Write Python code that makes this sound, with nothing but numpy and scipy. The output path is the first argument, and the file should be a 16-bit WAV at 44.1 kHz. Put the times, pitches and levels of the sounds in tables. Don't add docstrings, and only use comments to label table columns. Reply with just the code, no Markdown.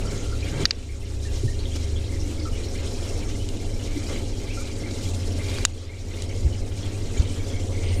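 import sys
import numpy as np
from scipy import signal
from scipy.fft import rfft, irfft
from scipy.io import wavfile
from scipy.ndimage import uniform_filter1d, minimum_filter1d

SR = 44100
rng = np.random.default_rng(int(sys.argv[2]) if len(sys.argv) > 2 else 0)


def dump(signal):
    limited = np.clip(np.atleast_2d(signal).T, -1, 1)
    pcm = np.round(limited * 32767).astype(np.int16)
    wavfile.write(sys.argv[1], SR, pcm)


N = 352800
TIME = np.arange(N) / SR


def undb(db):
    return 10 ** (np.asarray(db) / 20)


def unit(x):
    return x / np.sqrt(np.mean(x ** 2))


def curves(table):
    time_s, *columns = np.transpose(table)
    return [np.interp(TIME, time_s, column) for column in columns]


def add(out, start_s, x):
    i = int(np.clip(start_s * SR, 0, N - 1))
    out[i:i + len(x)] += x[:N - i]


def colour(x, gain):
    f = np.maximum(np.fft.rfftfreq(len(x), 1 / SR), 1)
    return irfft(rfft(x) * gain(f), len(x))


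def slope(points, f):
    hz, db = np.transpose(points)
    return undb(np.interp(np.log(f), np.log(hz), db))


def band(f, low_hz, high_hz):
    return ((1 + (low_hz / f) ** 12) * (1 + (f / high_hz) ** 12)) ** -.5


def walk(rate_hz):
    step = max(int(SR / rate_hz), 2)
    held = np.repeat(rng.standard_normal(N // step + 1), step)[:N]
    return unit(uniform_filter1d(held, step))


def tone(hz, db):
    phase = np.cumsum(hz * np.ones(N)) / SR + rng.random()
    return np.sqrt(2) * undb(db) * np.sin(2 * np.pi * phase)


def decay(t, t60):
    return np.exp(-np.log(1000) * t / t60)


def damped(hz, t60_s):
    t = TIME[:SR // 20]
    return np.sin(2 * np.pi * hz * t) * decay(t, t60_s)


# frequency_hz, density_db
RUMBLE_SPECTRUM = [(12, -3), (26, 4.5), (38, -0.5), (50, -12), (75, -3.5), (110, -12.5), (160, -21),
                   (300, -78)]
# time_s, level_db
PUMP_LEVEL = [(0.4, -34), (1.4, -32.5), (2.4, -35.5), (5.3, -34), (6.3, -32.5), (8, -31.5)]
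# mains_multiple, level_db
PUMP_OVERTONES = [(5, -47), (6, -48), (7, -50), (8, -48.5), (11, -53.5)]
# time_s, level_db
DRONE_LEVEL = [(0, -34.5), (1, -29), (2.2, -30.5), (2.8, -35.5), (4.6, -45), (5.2, -28.5), (6.2, -28.5),
               (6.7, -38), (7.5, -31), (7.85, -23.5)]


def room(mains_hz=50, drone_start_hz=63.5, climb_hz_per_s=5.5, drone_top_hz=86.14):
    hum = tone(2 * mains_hz, curves(PUMP_LEVEL)[0])
    hum += sum(tone(multiple * mains_hz, db + walk(4.4)) for multiple, db in PUMP_OVERTONES)
    drone_hz = np.minimum(drone_start_hz + climb_hz_per_s * TIME, drone_top_hz)
    drone = tone(drone_hz * (1 + .012 * walk(6)), curves(DRONE_LEVEL)[0] + 1.5 * walk(8))
    rumble = unit(colour(rng.standard_normal(N), lambda f: slope(RUMBLE_SPECTRUM, f)))
    return hum + drone + undb(-28.5) * rumble


# pitch_ratio, final_level_db
WHISTLE_STRANDS = [(1.09, -69), (1.33, -71), (1.43, -75)]


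def whistle(start_s=7.35, rise_s=.65, from_hz=7050, to_hz=9130, from_db=-61, to_db=-46.5):
    rise = np.clip((TIME - start_s) / rise_s, 0, 1)
    hz = from_hz + (to_hz - from_hz) * rise ** 2
    db = from_db + (to_db - from_db) * rise ** 3
    strands = sum(tone(hz * ratio * (1 + .012 * walk(1200)), strand_db + 4 * walk(25))
                  for ratio, strand_db in WHISTLE_STRANDS)
    core = tone(hz * (1 + .014 * walk(1200)), db + 3 * walk(90))
    return (core + np.sqrt(rise) * strands) * (rise > 0)


# frequency_hz, density_db
WATER_SPECTRUM = [(140, -4), (195, -2), (270, -3.5), (420, -7), (560, -8), (740, -18.5), (1100, -19.5),
                  (1550, -20), (2140, -19), (7000, -19), (8600, -24), (10500, -29), (16000, -43.5)]
# centre_hz, width_hz, boost_db
AIR_RESONANCES = [(1360, 90, 3.5), (2150, 180, 3), (3100, 260, 2), (4020, 300, 3), (5500, 450, 3),
                  (6900, 400, 2.5), (8300, 700, 3)]
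# delay_s, level_db
GLASS_WALLS = [(.0025, -16), (.0043, -18), (.0071, -18)]


def tank(f):
    reflections = sum(undb(db) * np.exp(-2j * np.pi * f * delay_s) for delay_s, db in GLASS_WALLS)
    boost_db = sum(db / (1 + (2 * (f - hz) / width_hz) ** 2) for hz, width_hz, db in AIR_RESONANCES)
    return slope(WATER_SPECTRUM, f) * np.abs(1 + reflections) * undb(boost_db)


def glass_echo(x, t60_s, wet_db):
    t = TIME[:SR // 3]
    tail = rng.standard_normal(len(t)) * decay(t, t60_s) * (t > .002)
    return x + undb(wet_db) * signal.fftconvolve(x, tail / np.linalg.norm(tail))[:N]


def spray(low_hz, high_hz, spread_db, flicker_db, surge_db, bands):
    edges = np.geomspace(low_hz, high_hz, bands + 1)
    out = np.zeros(N)
    for low, high in zip(edges, edges[1:]):
        bursts = rng.standard_normal(N) * np.repeat(undb(spread_db * rng.standard_normal(N // 20)), 20)
        out += colour(bursts, lambda f: band(f, low, high)) * undb(flicker_db * walk(45))
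    return unit(colour(out, tank) * undb(surge_db * walk(55)))


# middle_s, length_s, rub_level_db
HANDLING_RUSTLES = [(0.095, 0.37, -41.5), (0.593, 0.18, -32), (5.588, 0.072, -41)]


def rustles(ring_over_rub_db=3):
    swell = sum(undb(db) * np.cos(np.pi * np.clip((TIME - middle_s) / length_s, -.5, .5))
                for middle_s, length_s, db in HANDLING_RUSTLES)
    rub = spray(190, 1950, spread_db=3, flicker_db=2, surge_db=2, bands=3)
    ring = unit(colour(rng.standard_normal(N), lambda f: band(f, 147.84, 137.06)))
    return swell * (rub + undb(ring_over_rub_db) * ring)


# start_s, pitch_hz, peak_db, length_s
CAMERA_BUMPS = [(1.433, 350, -21, 0.01), (1.438, 114, -15.5, 0.037), (6.442, 64.5, -11, 0.044),
                (6.444, 125, -24, 0.043), (7.194, 64.5, -5, 0.02)]


def bumps():
    out = np.zeros(N)
    for start_s, hz, db, length_s in CAMERA_BUMPS:
        t = TIME[:int(length_s * SR)]
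        swing = np.cos(2 * np.pi * hz * (t - length_s / 2))
        add(out, start_s, -undb(db) * np.sin(np.pi * t / length_s) * swing)
    return out


def bubble(hz, cycles, glide):
    age = np.linspace(0, 1, int(cycles * SR / hz))
    phase = cycles * (age + glide * age ** 2 / 2)
    onset = 1 - np.exp(-age / .018)
    return np.sin(2 * np.pi * phase) * decay(age, 1) * onset


# start_s, end_s, pitch_hz, width_hz, level_db
BUBBLE_RUNS = [(2.15, 2.45, 310, 52, -38.5), (3.946, 3.975, 302, 40, -27.5), (3.85, 4.223, 2300, 230, -51),
               (4.46, 4.719, 2340, 180, -49.5), (5.47, 5.6, 2290, 280, -45), (0.05, 0.33, 1365, 78, -51.5),
               (2.87, 3.33, 5400, 280, -55.5), (7.72, 8.001, 2130, 250, -48.5),
               (7.83, 7.94, 2800, 910, -45), (7.37, 8.0, 6000, 200, -55.5)]


def bubble_runs():
    out = np.zeros(N)
    for start_s, end_s, hz, width_hz, db in BUBBLE_RUNS:
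        run, length_s = np.zeros(N), end_s - start_s
        for when, detune, strength in rng.random((160, 3)):
            ring = bubble(hz + width_hz * (detune - .5), cycles=6 * hz / width_hz, glide=.015)
            add(run, start_s + when * length_s, strength * ring)
        out += unit(run) * undb(db) * np.sqrt(length_s * SR / N)
    return out


# start_s, pitch_hz, relative_level_db
DROPS = [(.178, 6600, -28), (.325, 1365, -35), (.425, 2400, -29.5), (.889, 2130, -31.5),
         (1.251, 1790, -37.5), (1.479, 1820, -34), (1.59, 4170, -33), (1.655, 3440, -32), (1.72, 3150, -31),
         (1.96, 3380, -32.5), (2.04, 4070, -35.5), (2.124, 2070, -35), (2.201, 5720, -31),
         (2.398, 4920, -31.5), (2.453, 1320, -30), (2.53, 2900, -33.5), (2.636, 3970, -33),
         (3.284, 6360, -34), (3.402, 2980, -32), (3.797, 2940, -33), (4.506, 2580, -31.5),
         (4.572, 1360, -31.5), (4.836, 2100, -32.5), (5.056, 3320, -35), (5.306, 2970, -37),
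         (5.394, 2070, -30.5), (5.778, 3260, -31), (5.892, 2140, -25.5), (5.934, 2130, -38),
         (6.172, 2160, -33), (6.204, 3240, -33), (6.294, 2174, -33), (6.3, 3050, -33), (6.525, 2950, -34),
         (6.83, 3310, -34.5), (7.176, 6630, -28.5), (7.29, 8500, -31.5), (7.295, 2980, -33),
         (7.5, 3300, -32), (7.539, 2180, -32.5), (7.886, 4630, -34.5)]


def drips():
    out = np.zeros(N)
    for start_s, hz, db in DROPS:
        add(out, start_s, undb(db - 2) * bubble(hz, cycles=124, glide=.04))
        for lag, detune in rng.random((10, 2))[:int(hz / 500)]:
            ring = bubble(hz * (1 + .2 * (detune - .5)), cycles=75, glide=.06)
            add(out, start_s + .05 * lag, undb(db - 3.5 - 7 * lag) * ring)
    return glass_echo(out, t60_s=.16, wet_db=-4)


def swarm(low_hz, high_hz, cycles, range_db, count):
    out = np.zeros(N)
    for when, pitch, strength in rng.random((count, 3)):
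        ring = bubble(low_hz * (high_hz / low_hz) ** pitch, cycles, glide=.086)
        add(out, when * N / SR, undb(range_db * strength ** 2) * ring)
    return unit(glass_echo(colour(out, tank), t60_s=.09, wet_db=-9))


# time_s, gurgle_db, splash_db, fizz_db
STREAM_LEVELS = [(0.0, -33.5, -44.5, -43), (0.38, -36.5, -46, -45), (0.67, -31, -42, -43.5),
                 (0.96, -38, -48, -43.5), (2.0, -37.5, -49.5, -46.5), (3.15, -32.5, -44.5, -42.5),
                 (3.57, -35.5, -48.5, -45), (4.07, -33.5, -46, -43.5), (4.33, -34, -50, -45.5),
                 (4.56, -35, -44, -42.5), (4.76, -34.5, -49, -44.5), (5.0, -32.5, -44.5, -41),
                 (5.32, -33.5, -44.5, -42.5), (5.58, -31.5, -39, -39), (5.75, -33.5, -44.5, -42),
                 (6.34, -34, -45.5, -45), (6.68, -37, -52.5, -48), (6.82, -34.5, -47, -44),
                 (8.0, -33, -47.5, -45.5)]
# middle_s, length_s, splash_rise_db
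STREAM_SURGES = [(0.478, 0.11, 5.5), (0.623, 0.072, 8), (1.764, 0.037, 8.5), (4.156, 0.34, 4.5),
                 (6.184, 0.2, 4), (7.194, 0.11, 3)]


def trickle(gurgle_share=.61, fizz_share=.79):
    rise_db = sum(db * np.cos(np.pi * np.clip((TIME - middle_s) / length_s, -.5, .5)) ** 2
                  for middle_s, length_s, db in STREAM_SURGES)
    layer_rises_db = np.outer([gurgle_share, 1, fizz_share], rise_db)
    gurgle_db, splash_db, fizz_db = curves(STREAM_LEVELS) + layer_rises_db
    gurgle = spray(170.5, 916, spread_db=2, flicker_db=1.06, surge_db=.76, bands=3) * undb(gurgle_db - 3.5)
    splash = spray(824, 3800, spread_db=.5, flicker_db=2.5, surge_db=.56, bands=5) * undb(splash_db - 2)
    fizz = spray(3520, 14200, spread_db=2, flicker_db=2, surge_db=1.43, bands=5) * undb(fizz_db - 1.26)
    bubbling = swarm(2033, 4670, cycles=123, range_db=10.5, count=1500) * undb(splash_db - 4.5)
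    spatter = swarm(4480, 11130, cycles=104, range_db=12, count=900) * undb(fizz_db - 10)
    return gurgle + (splash + bubbling) * undb(1.3 * walk(11)) + (fizz + spatter) * undb(.57 * walk(13))


# start_s, peak_db, snap_hz,
# relative_knock_db, relative_tail_db
CLICKS_AND_TICKS = [(0.6543, 5, 4370, -16, 1.5), (0.7085, 2.5, 4710, -24, -2), (3.488, -23, 7540, -12, 7),
                    (5.585, -20.5, 4550, 6, 3), (5.651, 7, 7330, -7, 2), (6.221, -18, 7550, -13, 3)]
# pitch_hz, relative_level_db, t60_s
CONTACT_MODES = [(1900, -22.5, 0.013), (2940, -18, 0.0079), (3650, -31, 0.027), (3910, -20, 0.016),
                 (4770, -15.5, 0.0093), (5250, -24, 0.011), (5670, -23, 0.014), (6490, -20, 0.015),
                 (7200, -18, 0.012)]


def clicks(strike_t60_s=.003, knock_hz=1484, crackle_db=-15, crackle_t60_s=.016):
    out, t = np.zeros(N), TIME[:SR // 20]
    wall_s, wall_db = GLASS_WALLS[0]
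    ring = sum(undb(db) * damped(hz, t60_s) for hz, db, t60_s in CONTACT_MODES)
    onset = 1 - np.exp(-(t / .0005) ** 2)
    for start_s, peak_db, snap_hz, knock_db, tail_db in CLICKS_AND_TICKS:
        crackle = undb(crackle_db) * rng.standard_normal(len(t)) * decay(t, crackle_t60_s)
        around_snap = signal.butter(4, [.34 * snap_hz, 1.27 * snap_hz], "band", fs=SR, output="sos")
        tail = signal.sosfilt(around_snap, ring + crackle)
        strike = damped(snap_hz, strike_t60_s) + undb(knock_db) * damped(knock_hz, strike_t60_s)
        click = (strike + undb(tail_db) * tail) * onset
        click *= undb(peak_db) / np.abs(click).max()
        add(out, start_s, click)
        add(out, start_s + wall_s, undb(wall_db) * click)
    return out


def scene():
    return (trickle() + drips() + bubble_runs() + clicks() + bumps() + room() + whistle() + rustles())[None]


def gain_control(x, ceiling_db, attack_s, hold_s, release_db_per_s):
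    over_db = np.maximum(20 * np.log10(np.abs(x) + 1e-9) - ceiling_db, 0)
    recovery_db = release_db_per_s * TIME
    cut_db = np.maximum.accumulate(over_db + recovery_db) - recovery_db
    half_hold = int(hold_s * SR / 2)
    gain_db = minimum_filter1d(-cut_db, 2 * half_hold + 1, origin=half_hold)
    return x * undb(uniform_filter1d(gain_db, int(attack_s * SR)))


def record(dry, clip_db=-2.2, top_hz=15750):
    ducked = gain_control(dry[0], ceiling_db=-2, attack_s=.00059, hold_s=.24, release_db_per_s=17.5)
    clipped = np.clip(ducked, -undb(clip_db), undb(clip_db))
    low_pass = signal.ellip(8, .2, 70, top_hz, fs=SR, output="sos")
    return signal.sosfilt(low_pass, clipped)[None]


dry = scene()
out = record(dry)
dump(out)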